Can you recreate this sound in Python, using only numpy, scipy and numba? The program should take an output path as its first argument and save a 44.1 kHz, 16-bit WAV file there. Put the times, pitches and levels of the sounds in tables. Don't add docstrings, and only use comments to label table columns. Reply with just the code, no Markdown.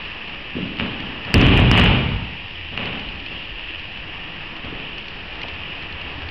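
import sys
import numpy as np
from scipy import signal
from scipy.fft import rfft, irfft
from scipy.io import wavfile
from scipy.ndimage import uniform_filter1d
from numba import njit

SR = 44100
rng = np.random.default_rng(int(sys.argv[2]) if len(sys.argv) > 2 else 0)


def invert_db(level):
    return 10 ** (np.asarray(level, dtype=float) / 20)


def wrap_up_sound(samples):
    columns = np.atleast_2d(samples).T
    tamed = np.clip(columns, -1, 1)
    steps = np.round(tamed * 32767).astype(np.int16)
    wavfile.write(sys.argv[1], SR, steps)


N = 278226


def table(rows, hz):
    f, v = np.transpose(rows)
    return np.interp(np.log(np.maximum(hz, 1)), np.log(f), v)


def colour(x, rows):
    size = 2 ** 13
    log_gain = table(rows, np.fft.rfftfreq(size, 1 / SR)) * np.log(10) / 20
    cepstrum = irfft(log_gain)
    cepstrum[1:size // 2] *= 2
    cepstrum[size // 2:] = 0
    impulse = irfft(np.exp(rfft(cepstrum)))
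    return signal.fftconvolve(x, impulse)[:len(x)]


def band(x, lo_hz, hi_hz, order=2):
    return signal.sosfilt(signal.butter(order, [lo_hz, hi_hz], "band", fs=SR, output="sos"), x)


def unit(x):
    return x / np.sqrt(np.mean(x ** 2))


def peak_unit(x):
    return x / np.abs(x).max()


def walk(rate_hz):
    hold = int(SR / rate_hz)
    steps = np.repeat(rng.standard_normal(N // hold + 1), hold)
    return uniform_filter1d(uniform_filter1d(steps, hold), hold)[:N]


def add(out, start_s, sound):
    i = int(start_s * SR)
    out[i:i + len(sound)] += sound[:N - i]


def flicker(x, lo_hz, count, wobble_db):
    octave = np.log2(np.fft.rfftfreq(N, 1 / SR) / lo_hz + 1e-9)
    spectrum = rfft(x)
    out = 0
    for k in range(count):
        weight = np.cos(np.pi * np.clip(octave - k / 2, -.5, .5)) ** 2
        out = out + invert_db(wobble_db * walk(9)) * irfft(spectrum * weight, N)
    return unit(out)


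# frequency_hz, density_db per Hz
RUMBLE_SPECTRUM = [(12, -30.5), (20, 2), (108, -10.5), (161, -6), (244, -13.5), (350, -5.5), (460, -40),
                   (770, -120)]


def rumble():
    return flicker(colour(rng.standard_normal(N), RUMBLE_SPECTRUM), 13, count=10, wobble_db=3.0)


# time_s, level_db
DRONE_LEVEL = [
    (0, -47),
    (.6, -69.5),
    (2.2, -42.5),
    (2.6, -39.5),
    (4.1, -50.5),
    (4.8, -53),
    (5.1, -46),
    (6.31, -37.5),
]


def drone():
    centre_hz = 79.7
    hum = unit(band(rng.standard_normal(N), centre_hz - 12, centre_hz + 12))
    return invert_db(np.interp(np.arange(N) / SR, *np.transpose(DRONE_LEVEL))) * hum


# frequency_hz, density_db per Hz
HISS_SPECTRUM = [(300, -4), (600, -7), (1100, -5.5), (1480, -9.5), (1800, -4.5), (2100, -9.5), (2500, -0.5),
                 (2850, 1), (3150, -5.5), (3500, -13.5), (4200, -22), (5000, -23.5), (5500, -30),
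                 (6200, -50)]


def rustle_and_hiss():
    grit = 1 + (rng.random(N) < 40 / SR) * 6.
    hiss = colour(rng.standard_normal(N) * grit, HISS_SPECTRUM)
    rustle = flicker(hiss, 402.0, count=5, wobble_db=-1.0)
    upper = flicker(hiss, 375 * 2 ** 2.5, count=5, wobble_db=1.2)
    return rustle, upper


# time_s, stir_db
STIR_LEVEL = [(0, 3.5), (.7, -1.5), (1.2, 4), (2.3, -4), (2.65, -3), (3.2, -2), (3.8, -1), (4.2, 1.5),
              (5.0, 1), (5.6, 2.5), (6.31, 3.5)]


def air():
    stir_db = np.interp(np.arange(N) / SR, *np.transpose(STIR_LEVEL))
    rustle, hiss = rustle_and_hiss()
    return (invert_db(-41 + 0.34 * stir_db) * rumble() + drone()
            + invert_db(-42.5 + stir_db) * rustle + invert_db(-34.5 + 0.17 * stir_db) * hiss)


# frequency_hz, t60_s
HALL_DECAY = [(40, 1.3), (125, 1.17), (300, 1.04), (1000, 1.32), (3000, 1.14), (5500, 1.35)]


def hall(build_s=0.0063, sparse_db=3.5, clump_s=0.0017):
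    t = np.arange(2 * SR) / SR
    hold = int(clump_s * SR)
    clump_level = np.repeat(rng.standard_normal(len(t) // hold + 1), hold)[:len(t)]
    clumps = invert_db(sparse_db * np.exp(-t / 0.14) * clump_level)
    out = 0
    for hz in 28 * 2 ** np.arange(0, 8.1, .5):
        echoes = band(rng.standard_normal(len(t)) * clumps, hz / 2 ** 0.22, hz * 2 ** 0.24)
        out = out + echoes * invert_db(-60 * t / table(HALL_DECAY, hz))
    out = out * (1 - np.exp(-t / build_s))
    return out / np.sqrt(np.sum(out ** 2))


# frequency_hz, width_hz, level_db
FLOOR_MODES = [(59, 14, -1.5), (120.6, 2.3, -6), (200, 23.3, -3), (270, 44, 0.5), (402, 40, -3.5)]


def boards(x):
    out = x
    for hz, width_hz, level_db in FLOOR_MODES:
        out = out + invert_db(level_db) * band(x, hz - width_hz / 2, hz + width_hz / 2, order=1)
    return out


# start_s, peak_db
TICK_EVENTS = [(0.28, -23), (0.677, -22.5), (0.768, -22), (0.786, -18.5), (0.794, -17), (0.8596, -22),
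               (1.002, -21), (1.248, -23.5), (2.773, -17), (2.855, -20.5), (2.995, -23), (3.087, -21.5),
               (3.157, -24.5), (3.2, -22.5), (3.261, -22), (3.794, -21), (4.5646, -21.5), (4.647, -25),
               (4.9805, -21.5), (5.025, -27), (5.082, -22), (5.3533, -25), (5.415, -22), (5.4316, -18),
               (5.483, -19), (5.536, -25), (5.823, -24.5), (5.924, -23.5), (6.013, -26), (6.287, -20.5)]


def ticks():
    out, t = np.zeros(N), np.arange(SR // 40) / SR
    rise_s, decay_s = .001, .002
    for start_s, peak_db in TICK_EVENTS:
        grit = rng.standard_normal(len(t)) * (1 - np.exp(-t / rise_s)) * np.exp(-t / decay_s)
        ring = band(grit, 2300, 3150)
        top = band(grit, 3300, 4300, order=3)
        add(out, start_s, invert_db(peak_db) * (peak_unit(ring) + invert_db(-15) * peak_unit(top)))
    return out


SOLE_HZ = 211


def tick_bodies():
    silent_db = -60
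    return [(s, db - 9, db - 18, silent_db, SOLE_HZ, silent_db) for s, db in TICK_EVENTS]


# start_s, weight_db, thud_hz
TREAD_EVENTS = [
    (.27, -30, 200),
    (0.831, -27.5, 250),
    (1.261, -21.5, 161.6),
    (2.714, -23.5, 173),
    (2.81, -21, 170),
    (2.85, -21.5, 200),
    (3.3, -27, 166),
    (4.6371, -25.5, 109),
    (5.951, -31.5, 132),
    (6.05, -27.5, 270),
]


def treads():
    return [(s, db - 9.5, db + 5, db + 1.5, hz, db) for s, db, hz in TREAD_EVENTS]


# start_s, thud_db, thud_hz
KNOCK_EVENTS = [(.566, -6.5, 330), (0.586, -7.5, 435), (0.608, -9, 267), (0.628, -7, 200),
                (0.657, -12, 232), (1.344, 3.5, 397), (1.368, 8.5, 296), (1.425, 9, 249.5),
                (1.715, 2.5, 220), (3.07, -19, 50), (3.511, -19, 44.9), (4.646, -16, 220),
                (4.68, -16.5, 306), (4.7, -19, 396), (4.726, -13.5, 324), (5.441, -6.5, 880),
                (5.45, -14.5, 710), (6.178, -20.5, 134)]


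def knocks():
    return [(s, db - 18.5, db - 17.5, db, hz, db - 15) for s, db, hz in KNOCK_EVENTS]


# start_s, slap_db, hall_slap_db, weight_db
SLAP_EVENTS = [
    (0.553, -23, -24.5, -15),
    (0.786, -24, -26, -25.5),
    (0.7985, -5.5, -11.5, -13),
    (0.8077, -10.5, -27.5, -23.5),
    (1.0036, -20, -24, -19.5),
    (1.304, -18, -23.5, -21),
    (2.7765, -10, -12.5, -20),
    (2.928, -18, -18, -23),
    (4.751, -21, -24.5, -35),
    (4.8, -20, -29, -38.5),
]


def slaps():
    return [(s, slap_db, ring_db, db + 5.5, SOLE_HZ, db) for s, slap_db, ring_db, db in SLAP_EVENTS]


# start_s, slap_db, hall_slap_db, weight_db, thud_hz
FALL_EVENTS = [(1.3411, 6.5, 2.5, 7, 187.7), (1.347, -18.5, -13, 3.5, 72.6), (1.373, -10, -0.5, -3.5, 296),
               (1.383, -4, -10, -3.5, 263), (1.4132, 1.5, -3.5, -6, 405), (1.466, 0.5, -3.5, -1, 123.5),
               (1.575, -4, -3, 0.5, 126.8), (1.714, 2, -1.5, -5.5, 153), (1.753, -10.5, -6.5, -7, 161),
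               (1.776, -2.5, -0.5, -6, 129.5), (1.7846, -4.5, -11, -10.5, 200),
               (1.8144, -3.5, -8.5, -9, 168.6), (1.797, -2, -18, -5, 129.6), (1.8604, -3, -9.5, -5, 131),
               (1.905, -14, -24, -25, 160.8)]


def fall():
    return [(s, slap_db, ring_db, db - 2, hz, db) for s, slap_db, ring_db, db, hz in FALL_EVENTS]


# frequency_hz, density_db per Hz
CRACK_SPECTRUM = [(300, -15.5), (800, -11), (1500, -9), (2100, -6), (2450, -2.5), (2800, 2), (3200, -9.5),
                  (4200, -15.5), (5100, -38), (6500, -38)]


def skin_slap(click, grain, t, slap_db):
    burst = click + .13 * grain * np.exp(-t / .0015)
    snap = -colour(uniform_filter1d(burst, size=7, origin=3), CRACK_SPECTRUM)
    edge = band(burst, 4280, 5300)
    return invert_db(slap_db) * (peak_unit(snap) + invert_db(1.5 * slap_db - 19) * peak_unit(edge))


def blows(rows):
    crack, boom, far = np.zeros(N), np.zeros(N), np.zeros(N)
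    t = np.arange(SR // 10) / SR
    click = band(1. * (t == 0), 600, 6000)
    for start_s, slap_db, hall_slap_db, thud_db, thud_hz, hall_thud_db in rows:
        grain = rng.standard_normal(len(t))
        thud = invert_db(-14) * np.sin(2 * np.pi * thud_hz * t) * np.exp(-t * thud_hz / 1.1)
        first_swing = thud * np.exp(-t * thud_hz / 1.13)
        add(crack, start_s, skin_slap(click, grain, t, slap_db))
        add(boom, start_s, invert_db(thud_db) * thud)
        add(far, start_s, invert_db(hall_slap_db + 15.0) * click + invert_db(hall_thud_db + 1.5) * first_swing)
    return crack, boom, far


# frequency_hz, density_db per Hz
ROOM_COLOUR = [(20, -13), (48, -4), (92, -6.5), (250, -5.5), (520, -8.5), (1100, -15.5), (1600, -18.5),
               (2100, -16.5), (2500, -10.5), (2900, -7.5), (3400, -19.5), (4200, -32.5), (5300, -42.5),
               (6200, -63.5)]


def scene():
    background, echoes = air(), hall()
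    crack, boom, far = blows(fall() + slaps() + knocks() + treads() + tick_bodies())
    wet = boards(signal.fftconvolve(far, echoes)[:N])
    body = colour(invert_db(13) * boom + invert_db(22.5) * wet, ROOM_COLOUR)
    return (crack + ticks() + body + background)[None]


@njit
def follow(x, up, down):
    e, out = 0., np.empty(len(x))
    for i in range(len(x)):
        a = abs(x[i])
        e += (a - e) * (up if a > e else down)
        out[i] = e
    return out


def band_limit(x):
    return signal.sosfilt(signal.butter(12, 15870, fs=SR, output="sos"), x)


def record(dry):
    limit_db, ratio, attack_s, release_s = -9.5, 5.9, 0.0015, 0.012
    full_scale, offset = .708, -.0077
    envelope = follow(dry[0], 1 / (attack_s * SR), 1 / (release_s * SR))
    over = np.maximum(envelope / invert_db(limit_db), 1)
    held = dry[0] * over ** (1 / ratio - 1) + offset
    x = np.clip(held, -1.12 * full_scale, 1.12 * full_scale)
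    x = signal.sosfilt(signal.ellip(10, .2, 100, 5866, fs=SR, output="sos"), x)
    return band_limit(np.clip(x, -full_scale, full_scale)[None])


dry = scene()
out = record(dry)
wrap_up_sound(out)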